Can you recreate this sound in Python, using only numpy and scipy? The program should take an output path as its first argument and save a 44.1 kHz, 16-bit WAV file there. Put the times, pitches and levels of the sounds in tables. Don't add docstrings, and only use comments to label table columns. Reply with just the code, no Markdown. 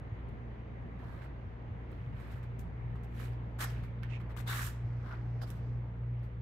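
import sys
import numpy as np
from scipy import signal
from scipy.fft import rfft, irfft, next_fast_len
from scipy.io import wavfile
from scipy.ndimage import uniform_filter1d, map_coordinates

SR = 44100
rng = np.random.default_rng(int(sys.argv[2]) if len(sys.argv) > 2 else 0)


def wav_out(sig):
    wavfile.write(sys.argv[1], SR, np.round(np.clip(np.atleast_2d(sig).T, -1, 1) * 32767).astype(np.int16))


def gain_from_db(level_db):
    decades = np.asarray(level_db, float) / 20
    return 10 ** decades


N = 282681


def unit(x):
    return x / np.sqrt(np.mean(x ** 2) + 1e-20)


def along(points, hz):
    f, value = np.transpose(points)
    return np.interp(np.log(hz + 1), np.log(f + 1), value)


def curves(rows):
    s, *columns = np.transpose(rows)
    return [np.interp(np.arange(N) / SR, s, column) for column in columns]


def wobble(rate):
    knots = rng.standard_normal(int(N * rate / SR) + 4)
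    return map_coordinates(knots, [np.arange(N) * rate / SR])


def filtered(x, response):
    m = next_fast_len(N + 8192)
    return irfft(rfft(x, m) * response(np.fft.rfftfreq(m, 1 / SR)), m)[..., :N]


def tone(hz, db, drift, start=0):
    phase = 2 * np.pi * hz * (np.arange(N) / SR - start) + drift * wobble(1.7)
    return np.sqrt(2) * gain_from_db(db) * np.cos(phase)


def rush(spectrum, alike, patchy_db):
    z = signal.stft(rng.standard_normal((2, N)), nperseg=512)[2]
    patches = uniform_filter1d(rng.standard_normal(z.shape[1:]), size=6, axis=0)
    patches = uniform_filter1d(patches, size=12, axis=1)
    pair = signal.istft(z * gain_from_db(patchy_db * unit(patches)), nperseg=512)[1][:, :N]

    def mid_side(hz):
        turn = np.arccos(np.clip(along(alike, hz), -1, 1)) / 2
        return gain_from_db(along(spectrum, hz)) * [np.cos(turn), np.sin(turn)]

    mid, side = filtered(pair, mid_side)
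    return unit(np.array([mid + side, mid - side]))


def grains(hz, count, spread, cycles, uneven_db):
    start = (rng.random((2, count)) * (N - 1)).astype(int)
    pitch = hz[start] * np.exp(spread * rng.standard_normal((2, count)))
    strength = gain_from_db(uneven_db * np.minimum(rng.exponential(size=(2, count)), 3.5))
    step = np.arange(200)
    turns = pitch[..., None] * step / SR
    wave = strength[..., None] * np.sin(2 * np.pi * turns) * turns * np.exp(-turns / cycles)
    streams = []
    for s, w in zip(start, wave):
        places = (s[:, None] + step).ravel()
        streams.append(np.bincount(places, w.ravel(), N + len(step))[:N])
    return unit(np.array(streams))


# t/s, twice-shaft level/dB, mains buzz level/dB
MOTOR_WALK = [(0, -50.5, -66.8), (.9, -50.2, -69), (1.4, -49.8, -59.8), (1.9, -48.6, -55.3),
              (2.4, -46, -51.6), (2.9, -43.3, -49.5), (3.6, -41.7, -51.3), (4.9, -39.8, -48.1),
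              (6.41, -39.5, -46)]


def motor():
    shaft_hz, buzz_hz, first_throb_s = 58.8, 120.07, .058
    twice_db, buzz_db = curves(MOTOR_WALK)
    away_db = twice_db - twice_db.max()
    hum = tone(2 * shaft_hz, twice_db, .04, first_throb_s)
    buzz = tone(buzz_hz, buzz_db, .04, first_throb_s)
    shaft = tone(shaft_hz, -45.1 + .27 * away_db, .04, first_throb_s)
    sum_tone = tone(shaft_hz + buzz_hz, -57.5 + away_db, .04, first_throb_s)
    return hum + buzz + shaft + sum_tone


# f/Hz, level/dB (rms)
FAN_LINES = [(41.2, -60), (44.87, -63), (89.76, -57), (235.2, -70), (239.95, -68), (390, -72), (470.3, -69)]


def fans():
    return sum(tone(hz, db - 1 + 1.5 * wobble(1.5), .25) for hz, db in FAN_LINES)


# t/s, rumble level/dB, rush level/dB
AIR_LEVELS = [(0, -52, -54), (1.2, -55, -54.5), (2.2, -52.5, -55), (3.5, -52.5, -54), (4.5, -55.5, -55.5),
              (5.5, -54, -56), (6.41, -55.5, -58.5)]
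# f/Hz, level/dB (per Hz)
RUMBLE_COLOUR = [(28, -21), (38, -18.5), (55, 21.5), (75, 18), (100, 19), (140, 18), (165, 16), (250, -2),
                 (400, -47)]
# f/Hz, level/dB (per Hz)
RUSH_COLOUR = [(120, -42), (200, 0), (250, -3.5), (400, -6.5), (500, -8.5), (950, -12.5), (1400, -19.5),
               (2100, -19), (2600, -26.5), (3500, -35), (5600, -52.5), (6500, -48), (7400, -61.5),
               (15600, -82)]
# f/Hz, left-right likeness [0 to 1]
AIR_LIKENESS = [(60, 0.65), (150, 0.77), (350, 0.89), (700, 0.23), (1400, 0.25), (3000, 0.081), (7000, .05)]
# t/s, lead [ms]
LEFT_LEAD = [
    (0, .33),
    (3.2, .33),
    (4.4, .05),
    (5.4, .05),
    (6.41, .3),
]


def air():
    rumble_db, rush_db = curves(AIR_LEVELS)
    rumble = gain_from_db(rumble_db + 4 + 1.2 * wobble(12)) * rush(RUMBLE_COLOUR, AIR_LIKENESS, 1.2)
    hiss = gain_from_db(rush_db + 1.5) * rush(RUSH_COLOUR, AIR_LIKENESS, 1.1)
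    left, right = rumble + hiss
    late = np.arange(N) - np.round(curves(LEFT_LEAD)[0] * SR / 1000)
    return np.array([left, right[np.clip(late, 0, N - 1).astype(int)]])


# t/s, peak level/dB, f/Hz
FLOOR_BUMPS = [(0.116, -32, 105.7), (0.269, -43.5, 126), (0.941, -45, 180), (1.05, -39, 124),
               (1.27, -39, 129), (1.449, -38, 98), (1.7, -35, 97), (1.983, -37.5, 109), (2.069, -34, 122),
               (2.339, -32, 118), (2.838, -46, 119), (4.09, -42, 131), (4.645, -40, 102), (4.841, -34, 101),
               (4.979, -49, 100)]


def bumps():
    out, t = np.zeros(N + SR), np.arange(SR // 5) / SR
    rise = t / .011
    for s, db, hz in FLOOR_BUMPS:
        out[round(s * SR):][:len(t)] += gain_from_db(db) * rise * np.exp(1 - rise) * np.sin(2 * np.pi * hz * t)
    return out[:N]


# t/s, skid [s], sole scrape level/dB, dust hiss level/dB, sole f/Hz
SOLE_SCUFFS = [(.15, .02, -65, -98.5, 1510), (1.22, .03, -58.5, -77.5, 1663), (1.904, .03, -68, -85, 1600),
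               (2.311, .02, -59.5, -74, 1680), (3.32, 0.0079, -64, -80.5, 1900),
               (3.699, 0.0061, -59.5, -63, 2020), (3.835, 0.014, -60.5, -74, 1896),
               (4.095, 0.068, -61, -96, 2140), (4.48, .13, -42.5, -48.5, 1555),
               (4.62, 0.057, -49.5, -48.5, 1600), (5.113, .03, -56.5, -89.5, 1383),
               (5.475, .02, -60.5, -68, 1413), (6.233, .015, -64.5, -81, 1534)]
# t/s, skid [s], sole scrape level/dB, dust hiss level/dB, sole f/Hz
SOLE_TAPS = [(.289, .005, -64, -84.5, 1524), (.993, 0.055, -63, -85.5, 1304), (2.2, 0.012, -70, -75, 1640),
             (2.43, 0.011, -61, -75.5, 1710), (2.589, 0.021, -68, -67.5, 1706),
             (2.957, .015, -67, -84, 1800), (3.036, .01, -67, -73.5, 1830),
             (3.59, .015, -49.5, -53.5, 1314), (3.606, 0.039, -41, -46, 1434),
             (4.031, 0.0058, -49.5, -75, 1720), (4.204, 0.011, -61, -78.5, 1730),
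             (4.298, 0.021, -58, -77, 1310), (4.367, 0.041, -53, -61.5, 1600),
             (5.418, 0.017, -50.5, -63.5, 922), (5.502, 0.0076, -63, -62, 1484)]
# t/s, skid [s], sole scrape level/dB, dust hiss level/dB, sole f/Hz
SOLE_DRAGS = [
    (1.06, .14, -60.5, -81.5, 1205),
    (1.95, 0.12, -66, -90.5, 1600),
    (2.19, .19, -59, -79, 1640),
    (3.205, 0.045, -55.5, -63.5, 1874),
    (3.72, .08, -59.5, -82.5, 1904),
    (5.07, 0.072, -55.5, -81.5, 1310),
    (5.53, .05, -66, -79.5, 1494),
]


def strokes():
    swings, sag = 0.71, 22
    idle_db, idle_hz = -70.5, 1600
    t = np.arange(0, N, 16) / SR
    rows = [(*r, 5000, 820) for r in SOLE_TAPS]
    rows += [(*r, 1380, 445) for r in SOLE_SCUFFS]
    rows += [(*r, 240, 340) for r in SOLE_DRAGS]
    s, skid, sole_db, dust_db, hz, rise, fall = np.array(rows).T[..., None]
    before = rise * np.maximum(s - t, 0)
    after = fall * np.maximum(t - s - skid, 0)
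    drained = sag * np.clip(t - s, 0, skid) + swings * after
    sole_db = sole_db - swings * before - drained
    dust_db = dust_db - before - after
    grit_db = -6.5 + sole_db + 0.35 * (dust_db - sole_db)
    power, idle = gain_from_db(2 * sole_db), gain_from_db(2 * idle_db)
    total = power.sum(0) + idle
    pitch = hz * (1 + 0.018 * np.minimum(swings * after, 20))
    pitch = ((power * pitch).sum(0) + idle * idle_hz) / total
    dust = np.sqrt(gain_from_db(2 * dust_db).sum(0))
    grit = np.sqrt(gain_from_db(2 * grit_db).sum(0) + gain_from_db(2 * -86))
    return [np.interp(np.arange(N) / SR, t, v) for v in (dust, grit, np.sqrt(total), pitch)]


# f/Hz, level/dB (per Hz)
DUST_COLOUR = [(3000, -18), (5500, 2), (8000, 4.5), (10000, 0), (12000, 6.5), (14000, 1), (15800, -5)]


def scuffs():
    dust, grit, sole, sole_hz = strokes()
    dust = dust * gain_from_db(1.2 * wobble(150)) * rush(DUST_COLOUR, [(1000, 0.16)], patchy_db=0.5)
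    grit = grit * grains(np.full(N, 3700), 8000, .18, 1.3, 2.5)
    left, right = grains(sole_hz, 5000, .29, 1.1, 2.8)
    chatter = unit(np.array([left + 0.14 * right, right + 0.077 * left]))
    return dust + grit + sole * chatter


# t/s, left over right level/dB
FEET_SIDE = [(0, -1), (1.1, -3), (2.5, -4.5), (3.6, -2), (3.9, -4), (4.1, -10.5), (4.28, 0), (4.39, 9),
             (4.47, -0.5), (4.68, -2), (5.1, 0), (5.5, -3), (6.41, 0.5)]


def place_feet(x):
    pan_db, = curves(FEET_SIDE)
    return x * gain_from_db(np.array([pan_db, -pan_db]) / 2)


# t/s, crack peak level/dB, sole knock level/dB, left over right level/dB
GRIT_TICKS = [(0.2884, -67, -66, 11), (0.9928, -68, -69, 3), (1.9178, -62, -57, -12),
              (2.2012, -61.5, -67, -6), (2.4292, -66, -69, 1), (2.5938, -45, -69, 6),
              (2.9563, -70, -53, -7), (3.035, -58, -63.5, -1), (3.8388, -58, -51, 0),
              (4.026, -70, -61.5, -7.5), (4.0336, -51, -49, -13.5), (4.2025, -63.5, -59, -5),
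              (4.2953, -67, -53, -4.5), (4.3657, -51, -46, 13.5), (4.9223, -77, -73, 1),
              (5.1127, -64, -46, 4), (5.417, -54, -45.5, -3), (5.5037, -40.5, -57, -5.5),
              (5.641, -72, -71.5, 2)]


def ticks():
    out, t = np.zeros((2, N + SR)), np.arange(SR // 20) / SR
    for s, db, knock_db, pan_db in GRIT_TICKS:
        crack = rng.standard_normal((2, len(t))) * gain_from_db(db - 2 - 60 * t / .005)
        knock = gain_from_db(knock_db + 6 - 60 * t / .009) * np.sin(2 * np.pi * rng.uniform(1100, 1600) * t)
        out[:, round(s * SR):][:, :len(t)] += (crack + knock) * gain_from_db(np.array([[pan_db], [-pan_db]]) / 2)
    return out[:, :N]


# f/Hz, time to fall 60 dB [s]
ROOM_DECAY = [
    (500, 0.32),
    (2000, 0.61),
    (6000, 0.44),
    (14000, 0.23),
]


def shop(x):
    hz, t, z = signal.stft(rng.standard_normal((2, SR // 2)), SR, nperseg=256)
    fading = gain_from_db(-60 * t / along(ROOM_DECAY, hz)[:, None])
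    tail = signal.istft(z * fading, SR, nperseg=256)[1]
    return signal.fftconvolve(x, tail / np.linalg.norm(tail[0]), axes=1)[:, :N]


# t/s, rolling or scraping [s], level/dB,
# f/Hz, width over pitch [ratio]
ROLLING_STONES = [(3.605, .045, -45, 1590, .5), (3.6, .05, -52, 790, .35), (3.61, 0.089, -64.5, 5200, .3),
                  (4.09, .05, -71, 2700, 0.23), (4.125, 0.044, -55.5, 2430, 0.3),
                  (4.1, .07, -78.5, 6000, 0.47), (4.474, .06, -50, 3700, 0.19),
                  (4.475, .16, -46.5, 1560, 0.32), (4.85, .85, -81.5, 4760, 0.58),
                  (5.111, .025, -51, 1400, .2), (5.419, 0.018, -59, 4960, .17)]


def stones():
    out, t = np.zeros((2, N)), np.arange(N) / SR
    for s, rolling, db, hz, width in ROLLING_STONES:

        def ring(f):
            damping = 1j * f * width * hz
            return (damping / (hz * hz - f * f + damping)) ** 2

        rattle = unit(filtered(rng.standard_normal((2, N)) * gain_from_db(2 * wobble(300)), ring))
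        caught = 2 * (s - t)
        let_go = (t - s - rolling) / (1 + 12 * rolling ** 2)
        outside = np.maximum(np.maximum(caught, let_go), 0)
        out += rattle * gain_from_db(db - 1100 * outside)
    return out


def scene():
    feet = place_feet(scuffs() + stones()) + ticks()
    return motor() + fans() + air() + bumps() + feet + gain_from_db(-12) * shop(feet)


def roll_off(x):
    return signal.sosfilt(signal.butter(12, 15750, fs=SR, output="sos"), x)


def record(dry):
    mix = filtered(dry, lambda hz: hz < 15750)
    return roll_off(mix)


dry = scene()
out = record(dry)
wav_out(out)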